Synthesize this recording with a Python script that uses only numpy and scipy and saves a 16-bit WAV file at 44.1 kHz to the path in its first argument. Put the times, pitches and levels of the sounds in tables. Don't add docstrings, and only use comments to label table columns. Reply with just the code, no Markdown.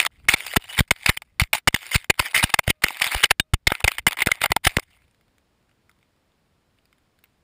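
import sys
import numpy as np
from scipy import signal
from scipy.fft import rfft, irfft
from scipy.io import wavfile
from scipy.ndimage import uniform_filter1d

SR = 44100
rng = np.random.default_rng(int(sys.argv[2]) if len(sys.argv) > 2 else 0)


def rack_gain(trim_db):
    fader = np.asarray(trim_db, float)
    return 10 ** (fader / 20)


def waveform_to_disk(signal):
    frames = np.transpose(np.atleast_2d(signal))
    scaled = np.clip(frames, -1, 1) * 32767
    samples = np.round(scaled).astype(np.int16)
    wavfile.write(sys.argv[1], SR, samples)


N = 327661
TIME_S = np.arange(N) / SR
REST_S = 4.81


def rms_one(x):
    return x / np.sqrt(np.mean(x ** 2) + 1e-20)


def lowpass(x, hz, order=2):
    return signal.sosfilt(signal.butter(order, hz, fs=SR, output="sos"), x)


def highpass(x, hz, order):
    return signal.sosfilt(signal.butter(order, hz, "high", fs=SR, output="sos"), x)


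def drift(hz):
    return rms_one(lowpass(rng.standard_normal(N), hz))


# frequency in Hz, density in dB per Hz.
FLOOR = [(20, 0.5), (86, 3.5), (300, -5), (850, -12), (2140, -16), (4940, -21.5), (7500, -26.5),
         (10000, -27.5), (15000, -29)]


def floor():
    hz = np.fft.rfftfreq(N, 1 / SR) + 1
    floor_hz, floor_db = np.transpose(FLOOR)
    colour = rack_gain(np.interp(np.log(hz), np.log(floor_hz), floor_db)) * (hz > 18)
    return rack_gain(-66.5) * rms_one(irfft(rfft(rng.standard_normal(N)) * colour, N))


# time in seconds, level in dB.
WIND = [
    (0.09, -49.5),
    (0.271, -50),
    (0.601, -57),
    (2.752, -66.5),
    (3.6, -67),
    (3.951, -52),
    (4.9, -54),
    (5.1, -72.5),
]


def wind():
    at, db = np.transpose(WIND)
    level = rack_gain(np.interp(TIME_S, at, db, right=-120) + 3.6 * drift(14.0))
    return level * rms_one(highpass(drift(80.0), 22.0, 2))


def ducked(quiet, loud, depth_db, back_db_per_s):
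    climb = back_db_per_s * TIME_S
    cut_db = np.clip(20 * np.log10(np.abs(loud) + 1e-9) + 27.0, 0, depth_db)
    return quiet * rack_gain(climb - np.maximum.accumulate(np.maximum(cut_db + climb, climb)))


def tones(rows, partials_db, wobble, flutter_db):
    out, waver, flutter = np.zeros(N), drift(60.0), rack_gain(flutter_db * drift(300.0))
    for start, end, hz, db in rows:
        i, j = round(start * SR), round(end * SR)
        phase = 2 * np.pi * np.cumsum(hz * (1 + wobble * waver[i:j])) / SR
        wave = sum(rack_gain(p) * np.sin((k + 1) * phase) for k, p in enumerate(partials_db))
        out[i:j] += rack_gain(db + 3) * signal.windows.tukey(j - i, .3) * flutter[i:j] * wave
    return out


# start in seconds, end in seconds, pitch in Hz, level in dB.
HUMS = [
    (2.72, 2.82, 612, -79.5),
    (3.42, 3.53, 624, -85),
]
# level in dB, from the fundamental up.
HUM_PARTIALS_DB = [3.5, -4, -18, -12, -16]


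def hums():
    return tones(HUMS, HUM_PARTIALS_DB, wobble=.004, flutter_db=0.0)


# start in seconds, end in seconds, pitch in Hz, level in dB.
SQUEAKS = [
    (0.472, 0.515, 4650, -55),
    (0.484, 0.515, 7300, -59),
    (0.612, 0.63, 2900, -57),
    (0.638, 0.652, 2900, -54),
    (0.692, 0.724, 2920, -46),
    (0.74, 0.763, 2980, -44),
]
# level in dB, from the fundamental up.
SQUEAK_PARTIALS_DB = [5.5, -20]


def squeaks():
    return tones(SQUEAKS, SQUEAK_PARTIALS_DB, wobble=.007, flutter_db=5.0)


# frequency in Hz, width in Hz, level in dB.
HOLLOW = [(352, 170, -9.5), (595, 290, -2), (820, 362, 3), (1400, 320, 0.5)]
# frequency in Hz, width in Hz, level in dB.
RING = [(1605, 310, -6.5), (2089.6, 293, 4), (2512, 555, -1), (2960, 270, -1), (3582, 380, -5.5),
        (4750, 490, -9.5), (5440, 340, -14), (5970, 1500, -14), (6750, 2300, -13), (7310, 220, -10.5),
        (8400, 790, -16.5), (9847, 430, -6.5), (9820, 97, -15.5)]
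# frequency in Hz, width in Hz, level in dB.
PORT = [(13400, 700, -17), (14150, 400, -10), (15050, 500, -14)]


def shell(force, modes):
    out, click, turn = 0, 0, drift(14)
    for k, (hz, width_hz, db) in enumerate(modes):
        r = np.exp(-np.pi * max(width_hz, 20) / SR)
        b = rack_gain(db) * np.array([1, 0, -1]) * (1 - r * r) / 2
        a = [1, -2 * r * np.cos(2 * np.pi * hz / SR), r * r]
        turning = rack_gain(2.8 * np.roll(turn, 9973 * k))
        out = out + (-1) ** k * signal.lfilter(b, a, force * turning + 1e-18)
        click = click + (-1) ** k * signal.lfilter(b, a, signal.unit_impulse(2000))
    return out / np.sqrt(np.sum(click ** 2))


# frequency in Hz, width in Hz, level in dB.
LENS = [(3680, 55, 0), (8400, 60, -8)]
# time in seconds, level in dB.
LENS_BLOWS = [
    (3.398, -36),
    (3.67, -41),
]


def lens():
    force = np.zeros(N)
    for s, db in LENS_BLOWS:
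        force[round(s * SR)] = 20 * rack_gain(db + 10.5)
    return shell(force, LENS)


def grit(per_s, spread_db):
    sizes = rack_gain(spread_db * np.minimum(rng.exponential(1, N), 4)) * rng.choice([-1, 1], N)
    return rms_one(sizes * (rng.random(N) < per_s / SR))


def contact(rows, rise_ms, fall_ms, tail_db, tail_ms):
    ring, hollow, ms = np.zeros(N), np.zeros(N), np.arange(4000) * 1000 / SR
    for s, db, hold_ms, hollow_db in rows:
        after = np.maximum(ms - rise_ms - hold_ms, 0)
        fall = np.exp(-after / fall_ms) + rack_gain(tail_db) * np.exp(-after / tail_ms)
        shape = np.minimum(ms / rise_ms, 1) * fall
        i = max(round((s - rise_ms / 1000) * SR), 0)
        ring[i:i + len(ms)] += rack_gain(db) * shape[:N - i]
        hollow[i:i + len(ms)] += rack_gain(db + hollow_db) * shape[:N - i]
    return ring, hollow


# time in seconds, peak level in dB.
TICKS = [(5.0195, -48), (5.1459, -50), (5.21, -47), (5.2804, -52.5), (5.382, -44), (5.6934, -49.5),
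         (5.8943, -41.5), (5.9006, -52), (5.9139, -47), (5.9636, -59), (6.028, -49), (6.319, -55.5),
         (6.786, -50.5), (6.8545, -46), (6.928, -42.5), (7.1889, -44.5), (7.2389, -36), (7.241, -43.5),
         (7.256, -52.5), (5.08, -53), (5.111, -53), (5.626, -58), (5.712, -52), (5.988, -53), (6.012, -57),
         (6.162, -55.5), (6.778, -58), (6.982, -51)]


def ticks():
    rows = [(s, db - 14.5, .5, -6) for s, db in TICKS]
    ring, hollow = contact(rows, rise_ms=0.12, fall_ms=0.61, tail_db=-3.5, tail_ms=3.6)
    crush = rng.standard_normal(N)
    return shell(ring * crush, RING + PORT) + shell(hollow * crush[::-1], HOLLOW[-1:])


# start in seconds, end in seconds, level in dB at start, at end.
DRAGS = [(0.0, 0.063, -24, -49.5), (0.111, 0.272, -66, -68.5), (0.283, 0.35, -21, -31.5),
         (0.36, 0.545, -38, -39), (0.595, 0.7, -53, -56.5), (0.687, 0.79, -42.5, -40),
         (0.955, 1.08, -61, -70.5), (1.106, 1.158, -35.5, -58), (1.537, 1.579, -26, -37),
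         (1.725, 1.903, -50, -42.5), (1.971, 2.067, -46, -61.5), (2.173, 2.199, -59.5, -32),
         (2.186, 2.279, -30.5, -42.5), (2.243, 2.287, -40.5, -35.5), (2.277, 2.322, -50, -43),
         (3.29, 3.306, -59, -52), (3.302, 3.31, -30.5, -26.5), (2.357, 2.383, -19, -23),
         (2.382, 2.506, -28, -46.5), (2.49, 2.593, -44.5, -58.5), (2.819, 3.02, -35.5, -43),
         (3.011, 3.108, -27, -32), (3.108, 3.221, -23.5, -33), (3.669, 3.828, -38, -51.5),
         (3.841, 3.892, -37, -43), (3.907, 3.999, -39, -55), (4.015, 4.04, -64, -71.5),
         (4.259, 4.327, -29.5, -48), (4.307, 4.41, -38.5, -54), (4.644, 4.68, -34, -23),
         (4.684, 4.806, -41, -55), (4.813, 4.837, -67, -50), (4.84, 4.9, -72, -64.5),
         (4.901, 4.973, -62, -61.5), (4.973, 5.053, -71, -70)]
# start in seconds, level in
# dB, length in seconds.
SKIDS = [(0.064, -16, 0.012), (0.5608, -13, 0.022), (0.777, -22.5, 0.079), (0.877, -43.5, 0.028),
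         (0.918, -32, 0.032), (1.166, -34.5, 0.024), (1.219, -32, 0.018), (1.402, -21, 0.077),
         (1.579, -26, 0.031), (1.678, -60.5, 0.063), (2.0975, -16, 0.0049), (2.141, -47.5, 0.0096),
         (2.588, -15, 0.016), (3.235, -10, 0.041), (3.404, -23.5, 0.0084), (3.885, -21.5, 0.036),
         (3.987, -18, 0.02), (4.075, -18, 0.042), (4.117, -29.5, 0.071), (4.217, -13, 0.029),
         (4.446, -30.5, 0.058), (4.516, -29, 0.022), (4.56, -32, 0.027), (0.639, -38.5, 0.037),
         (0.67, -58, 0.021), (1.247, -72.5, 0.55), (2.151, -64, 1), (2.631, -50.5, 0.21),
         (3.546, -68, 0.039), (4.169, -24.5, 0.094), (4.188, -21, 0.03), (4.204, -28.5, 0.049)]
# end in seconds, level in dB, length in seconds.
BRUSHES = [
    (0.563, -42.5, 0.043),
    (1.101, -17, 0.045),
    (1.098, -40.5, 0.19),
    (1.964, -13, 0.056),
    (2.349, -20.5, 0.018),
    (2.709, -15, 0.045),
    (3.241, 2.5, 0.014),
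    (4.446, -10, 0.041),
    (4.508, -28, 0.018),
    (4.649, -16.5, 0.016),
]
LIFT_S, FADE_DB, SWELL_DB = 0.004, 50, 30


def rubbing():
    level = np.zeros(N)
    rows = (DRAGS + [(end, end + LIFT_S, db, db - FADE_DB) for _, end, _, db in DRAGS]
            + [(s, s + length, db, db - FADE_DB) for s, db, length in SKIDS]
            + [(s - length, s, db - SWELL_DB, db) for s, db, length in BRUSHES])
    for start, end, start_db, end_db in rows:
        i = max(round(start * SR), 0)
        j = max(round(end * SR), round(start * SR) + 2)
        level[i:j] += rack_gain(np.linspace(start_db, end_db, j - i))
    return uniform_filter1d(level, size=24, origin=11)


# time in seconds, share of sharp grit from 0 to 1.
BRIGHT = [
    (0.0, 0.93),
    (2.0, 1),
    (3.6, 0.71),
    (3.95, 0.56),
    (4.4, 0.55),
    (4.699, 0.94),
]


def sharpness():
    return np.interp(TIME_S, *np.transpose(BRIGHT))


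def slides():
    rub = rubbing() * rack_gain(1.3 * drift(60) + 3.0 * drift(500))
    stony = TIME_S < REST_S
    grains = rub * (stony * grit(2400, 4.2) + (1 - .55 * stony) * rng.standard_normal(N))
    soft = lowpass(grains, 3500)
    grains = soft + np.clip(sharpness(), 0, 1.5) * (grains - soft)
    return rack_gain(-1.5) * shell(grains, RING + PORT) + rack_gain(-12.5) * shell(rub * grit(3200, 6.9), HOLLOW)


PEBBLE_HOLLOW_DB = -12.5
LOOSE_PER_S, LOOSE_OVER_DB, LOOSE_SPREAD_DB = 88, -7, 4


def loose_pebbles():
    when, size, tone = rng.random((3, 600))
    s = np.cumsum(-np.log(when)) / LOOSE_PER_S
    s = s[s < REST_S]
    level_db = 20 * np.log10(np.minimum(rubbing(), rack_gain(-29.0)) + 1e-9)
    rows = []
    for t, u, v in zip(s, np.maximum(size, .1), tone):
        db = level_db[round(t * SR)] + LOOSE_OVER_DB - LOOSE_SPREAD_DB * np.log(u)
        rows.append((t, db, .6, PEBBLE_HOLLOW_DB + 24 * (v - .5)))
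    ring, hollow = contact(rows, rise_ms=0.4, fall_ms=0.9, tail_db=-29.5, tail_ms=3.0)
    crush = rng.standard_normal(N)
    return shell(ring * crush, RING + PORT) + shell(hollow * crush[::-1], HOLLOW)


# time in seconds, level in dB, contact in ms,
# hollow tone in dB against the ring.
LANDINGS = [(0.0006, -4, 0.43, -22), (0.2859, -7, 7.6, -18.5), (0.5652, -7.5, 4.8, -15),
            (0.7889, -12, 6.4, -10), (0.9082, -5.5, 5, -15), (1.0609, -8, 2.5, -41), (1.3978, -7, 1, -49),
            (1.5308, -12, 4.2, -12), (1.674, -7.5, 4.5, -4.5), (1.7435, -14.5, 4.8, -19),
            (1.945, -15.5, 2.9, -19), (2.1, -7.5, 4.74, -7), (2.438, -8, 3.5, -21.5),
            (2.54, -4.5, 3.2, -21), (2.59, -8.5, 1.7, 0.5), (2.7019, -15, 2.9, -40.5),
            (2.838, -6, 4.3, -11.5), (3.0171, -14, 6.2, -27), (3.2399, -1, 1.73, -22.5),
            (3.3081, -4.5, 5.3, -16), (3.3978, -7.5, 1.2, -25.5), (3.5365, -12, 0.52, -1),
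            (3.67, -8.5, 6, -14), (3.8775, -6, 3.44, -12), (4.0668, -5.5, 3.7, -14.5),
            (4.3165, -5, 1.4, -32), (4.5182, -6, 0.87, -5.5), (4.5641, -9, 0.68, -1),
            (4.668, -5.5, 5.7, -12.5), (4.768, -6, 0.885, -5.5)]
# time in seconds, level in dB,
# contact in ms, hollow tone in dB against the ring.
CORNERS = [(0.026, -25, 3, -11.5), (0.06, -24.5, 5.3, -21.5), (0.3376, -9, 5, -14.5),
           (0.8047, -12, 1.4, -1), (1.0913, -7, 3.44, -11.5), (1.1728, -20.5, 0.62, -35),
           (1.416, -14.5, 0.69, -6.5), (1.5505, -16.5, 1.1, -13.5), (1.6796, -9.5, 5, -23),
           (1.9574, -13.5, 3.8, -19), (2.1938, -13, 6.6, -2), (2.3464, -19, 9.4, -11.5),
           (2.3629, -12, 0.91, -30), (2.3772, -13.5, 1, -18), (2.4271, -20, 10, -4),
           (2.6779, -17.5, 0.34, 0), (3.0665, -17.5, 1.2, -31), (3.1469, -15, 1.23, -2),
           (3.254, -20, 3.7, -26.5), (3.541, -7, 0.35, -30.5), (3.72, -16.5, 1.3, -3),
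           (3.8424, -13.5, 4.25, -1), (4.0773, -14.5, 2.1, -12), (4.0827, -17, 2.1, -9),
           (4.22, -12.5, 0.61, -7), (4.27, -10, 2.5, -10.5), (4.4167, -11, 0.8, -17.5),
           (4.438, -13.5, 3.2, -4.5), (4.4585, -12, 1.2, -2.5), (4.6498, -13.5, 4.1, -38.5)]
# time in seconds, level in dB.
PEBBLES = [(0.015, -22.5), (0.0502, -18), (0.4648, -21), (0.4766, -31), (0.5422, -29.5), (0.748, -32.5),
           (0.771, -29), (1.4046, -15.5), (1.4357, -24.5), (1.5565, -25.5), (1.5697, -33), (1.5832, -32),
           (1.7615, -19), (1.8592, -48), (1.916, -24), (1.9253, -33), (2.822, -37.5), (2.8837, -19.5),
           (2.9987, -26), (3.0424, -14), (3.182, -28.5), (3.2144, -35.5), (3.804, -23.5), (3.9169, -21),
           (3.983, -16), (4.1098, -20.5), (4.1293, -21), (4.2057, -19.5), (4.2616, -15.5), (4.7956, -22),
           (1.0712, -25.5), (1.0875, -21.5), (4.2243, -16.5), (1.707, -51), (2.155, -58), (2.67, -39),
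           (1.043, -41), (1.73, -53), (2.178, -42), (0.3137, -25), (0.334, -19.5)]
# time in seconds, peak in dB,
# hollow tone in dB against the ring.
GRAVEL = [(0.1213, -47, -15), (0.1994, -49, 10), (0.245, -43, 4), (0.2516, -39, -1), (0.3688, -26, -32),
          (0.405, -13, -18), (0.468, -8, -12), (0.5167, -43, -22), (0.525, -30, -12), (0.5363, -11, 1),
          (0.6225, -26, -17), (0.64, -27.5, -44), (0.6806, -27, -32), (0.7092, -18.5, -15),
          (0.7313, -23, -6.5), (0.962, -25, -10), (0.9855, -32, -15), (1.0125, -32.5, -21),
          (1.818, -23.5, -15), (1.8292, -18, -7), (1.866, -15.5, -22), (1.891, -22, -20), (1.98, -25, -18),
          (2.0439, -19, -29), (2.14, -35, -20), (2.3112, -19, -20), (2.356, -3, -17), (2.3945, -43, -26),
          (2.4083, -8, -25), (2.5005, -12, -16), (2.64, -27, -14), (2.9056, -15.5, 4.5), (2.9482, -39, -8),
          (2.9698, -11.5, -39), (3.0295, -7, -17), (3.082, -20, -11), (3.1116, -27, -19),
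          (3.117, -20, -18.5), (3.1307, -3, -9), (3.704, -4, -7), (3.7514, -9, -7), (3.781, -40, -13),
          (3.7996, -24, -16), (3.954, -28, -11), (3.9706, -28, -15), (4.1215, -10, -5), (4.1422, -29, 5),
          (4.1766, -24, -8), (4.1942, -9, -11), (4.346, -26, -14), (4.355, -19.5, -12), (4.718, -26, -15)]
# time in seconds, level in dB.
THUDS = [(0.0365, -33), (0.105, -59), (0.568, -23.5), (1.11, -44), (2.591, -20.5), (2.4945, -28.5),
         (2.8648, -23.5), (3.702, -30), (3.8106, -29.5), (3.857, -61), (4.279, -31), (4.287, -20),
         (4.4088, -54), (4.4522, -26), (4.5003, -42), (4.7844, -16)]
GRAVEL_TOP_DB, GRAVEL_FORCE_DB, THUD_OVER_DB = -10, -13.5, 30


def blow_rows():
    return (LANDINGS + CORNERS + [(s, db, .9, PEBBLE_HOLLOW_DB) for s, db in PEBBLES]
            + [(s, min(db, GRAVEL_TOP_DB) + GRAVEL_FORCE_DB, .5, hollow_db) for s, db, hollow_db in GRAVEL]
            + [(s, db - THUD_OVER_DB, 1.2, THUD_OVER_DB) for s, db in THUDS])


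def trails():
    rows = [(s, db - 38, ms, 0) for s, db, ms, _ in blow_rows()]
    trail, _ = contact(rows, rise_ms=0.6, fall_ms=7.1, tail_db=-57.5, tail_ms=3.0)
    return lowpass(shell(trail * rng.standard_normal(N), RING[:5]), 4500, order=4)


# deepest moment in seconds, depth in dB, squeeze in ms.
SQUEEZES = [(0.291, -8.5, 1.2), (0.3417, -11, 0.76), (0.571, -5, 1.4), (0.792, -12, 2.4), (0.807, -2, 2.16),
            (0.914, -12.5, 1.8), (1.0939, -3.5, 1.77), (1.4202, -6, 3.33), (1.434, -21, 7.8),
            (1.6774, -7.5, 2.3), (1.6848, -2, 0.28), (1.7439, -13.5, 1.48), (1.9582, -5.5, 2.85),
            (2.1005, -1, 0.55), (2.201, -16, 4), (2.4413, -6, 1.82), (2.681, -9.5, 3), (2.69, -24, 3.1),
            (2.703, -11, 0.96), (2.844, -4.5, 0.46), (3.1577, -13, 7.2), (3.3105, -14.5, 1.65),
            (3.4, -13.5, 1.33), (3.6738, -4, 2.4), (3.7197, -2.5, 0.28), (3.846, -7, 4.8),
            (4.073, -11, 1.14), (4.271, -6, 0.81), (4.67, -5.5, 3.1), (4.772, -9.5, 2.1)]
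# time in seconds, level in dB, length in ms.
PULLS = [
    (3.539, -1.5, 3.76),
    (3.998, -32.5, 6),
    (4.508, -17.5, 3),
]
NUDGE_LAG_S, NUDGE_DB, NUDGE_MS = 0.0012, -19, 2.2


def squeezes():
    push = np.zeros(N)
    nudges = [(s + NUDGE_LAG_S, db + NUDGE_DB, NUDGE_MS) for s, db, _, _ in LANDINGS[1:] + CORNERS]
    for sign, (at, db, ms) in [(-1, row) for row in SQUEEZES + nudges] + [(1, row) for row in PULLS]:
        i, half = round(at * SR), max(int(1.217 * ms * SR / 1000), 8)
        push[i - half:i + half] += sign * rack_gain(db + 2.0) * np.hanning(2 * half)
    return highpass(push, 45.0, 1)


def cracks():
    force = np.zeros(N)
    clicks = [(s - 0.0004, db + 9.0) for s, db, _, _ in blow_rows()]
    for s, db in clicks + [(s, db - 2.5) for s, db in TICKS]:
        force[max(round(s * SR), 0)] -= rack_gain(db)
    return shell(force, RING + PORT + HOLLOW[1:])


def knocks():
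    rows = [(s, db - (ms < 1.5 and db < -14), ms, hollow_db) for s, db, ms, hollow_db in blow_rows()]
    ring, hollow = contact(rows, rise_ms=0.35, fall_ms=1.2, tail_db=-30, tail_ms=3.2)
    shove = 1 + (ring / rack_gain(-6.0)) ** 6.1
    crush = grit(20000, 1.0)
    dull = lowpass(ring * (shove - 1) * crush, 3000.0)
    return shell(ring * crush + dull, RING + PORT) + shell(hollow * shove * crush[::-1], HOLLOW)


# time in seconds, own tone in Hz, own tone in dB,
# main ring in dB, treble in dB.
FACES = [(.001, 2900, 2, 3, -1), (.049, 1380, 8.5, 0, 3.5), (.061, 3870, 10.5, -6, 0),
         (.287, 1295, -2, 1.5, 0.5), (.339, 3220, 0.5, -0.5, -4.5), (.565, 420, 9, -1.5, -6),
         (.908, 3000, -2.5, -2.5, 0.5), (1.06, 2533, 5, -6, -0.5), (1.09, 1813, 2.5, -2.5, -2),
         (1.171, 3130, 8.5, -8, 4.5), (1.397, 824, -1.5, 2.5, -1.5), (1.532, 820, 6, 0.5, 2),
         (1.674, 877, 6, 1.5, -1), (1.744, 3482, 2.5, -5, -1.5), (1.915, 2460, -3.5, 5.5, 2),
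         (1.947, 1275, 2.5, 3.5, 0.5), (2.099, 487, -5, 9, 2), (2.193, 970, 1, -1, -1),
         (2.347, 2920, 5, 1.5, 1.5), (2.427, 1497, -1.5, 0, 0), (2.542, 1499, -4.5, -1, -1.5),
         (2.589, 2475, 2.5, -3.5, 1), (2.676, 2952, 5.5, -1.5, 2.5), (2.838, 905, -3, 2, 3),
         (2.884, 4730, 2, 2, 2.5), (3.018, 4710, 6, -1, -2), (3.234, 2898, -3.5, 0.5, -3.5),
         (3.308, 9960, 3, -4.5, -2), (3.397, 3616, 10, -6.5, -1), (3.536, 2750, 4, -5.5, 1.5),
         (3.669, 3784, 9, 0, -1), (3.719, 1346, 6.5, 2.5, 2.5), (3.915, 3140, 7.5, -6, 4.5),
         (4.066, 2480, 2, -2.5, 2.5), (4.205, 2892, 8, 0, 3.5), (4.27, 1592, 4, -1, -1),
         (4.439, 817, 4.5, 3, 0), (4.564, 894, 6, -2, 1), (4.647, 2654, -1.5, -6.5, -1.5),
         (4.768, 4750, -1, 1, 1)]
# time in seconds, own tone in Hz,
# own tone in dB, main ring in dB, treble in dB.
SPOTS = [(5.02, 2520, 6.5, -2, -0.5), (5.146, 4700, 3.5, 0.5, -0.5), (5.383, 2535, 4.5, -3, 1),
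         (5.693, 1496, -0.5, 3, -6.5), (5.894, 1200, 7, 0.5, 6), (5.913, 4700, 9, 0, 0),
         (6.028, 3190, 3, 2, -3), (6.319, 3000, 8.5, 0.5, -2.5), (6.786, 2950, 12.5, -1, -4),
         (6.854, 4810, 8.5, -5, 0), (6.928, 3175, 7, -1, 1), (7.188, 3000, 2, -1, -0.5),
         (7.238, 2610, 5, 1, 3.5)]
FACE_S, FACE_LEAD_S, FACE_Q = .045, .003, 5


def faced(x):
    out, rows = x.copy(), FACES + SPOTS
    treble = highpass(x, 4500, 2)
    main = signal.lfilter(*signal.iirpeak(2150, 3, fs=SR), x)
    for (s, hz, tone_db, main_db, treble_db), after in zip(rows, rows[1:] + [(9,)]):
        i = max(round((s - FACE_LEAD_S) * SR), 0)
        j = round(min(s + FACE_S, after[0] - FACE_LEAD_S) * SR)
        tone = signal.lfilter(*signal.iirpeak(hz, FACE_Q, fs=SR), x[i:j])
        change = (rack_gain(tone_db) - 1) * tone
        change = change + (rack_gain(main_db) - 1) * main[i:j] + (rack_gain(treble_db) - 1) * treble[i:j]
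        out[i:j] += change * signal.windows.tukey(j - i, .1)
    return out


def damped(x):
    soil = np.clip(1.3 * (1 - sharpness()), 0, .9)
    return x - soil * signal.lfilter(*signal.iirpeak(6000, 1.6, fs=SR), x)


def scene():
    shaken = damped(faced(knocks() + slides() + ticks() + loose_pebbles() + cracks() + trails()))
    blows = shaken + squeezes() + lens()
    rest = ducked(wind() + floor(), blows, depth_db=11.5, back_db_per_s=41.0)
    return (blows + rest + squeaks() + hums())[None]


def overload(x, top):
    return x / (1 + (x / top) ** 8) ** (1 / 8)


def roll_off(x):
    return signal.sosfilt(signal.butter(12, 16480, fs=SR, output="sos"), x)


# frequency in Hz, width in Hz, gain left as a factor.
PORT_DIPS = [(6050, 700, .4), (11750, 1200, .04), (12300, 1200, .04)]


def record(dry):
    x = overload(highpass(dry, 40.0, 1), 0.44)
    for hz, width_hz, gain in PORT_DIPS:
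        b, a = signal.iirnotch(hz, hz / width_hz, fs=SR)
        x = gain * x + (1 - gain) * signal.lfilter(b, a, x)
    x = x + rack_gain(-88.0) * rng.standard_normal(x.shape)
    x = signal.sosfilt(signal.cheby2(10, 40, 16000, fs=SR, output="sos"), x)
    return roll_off(overload(x, .56))


dry = scene()
out = record(dry)
waveform_to_disk(out)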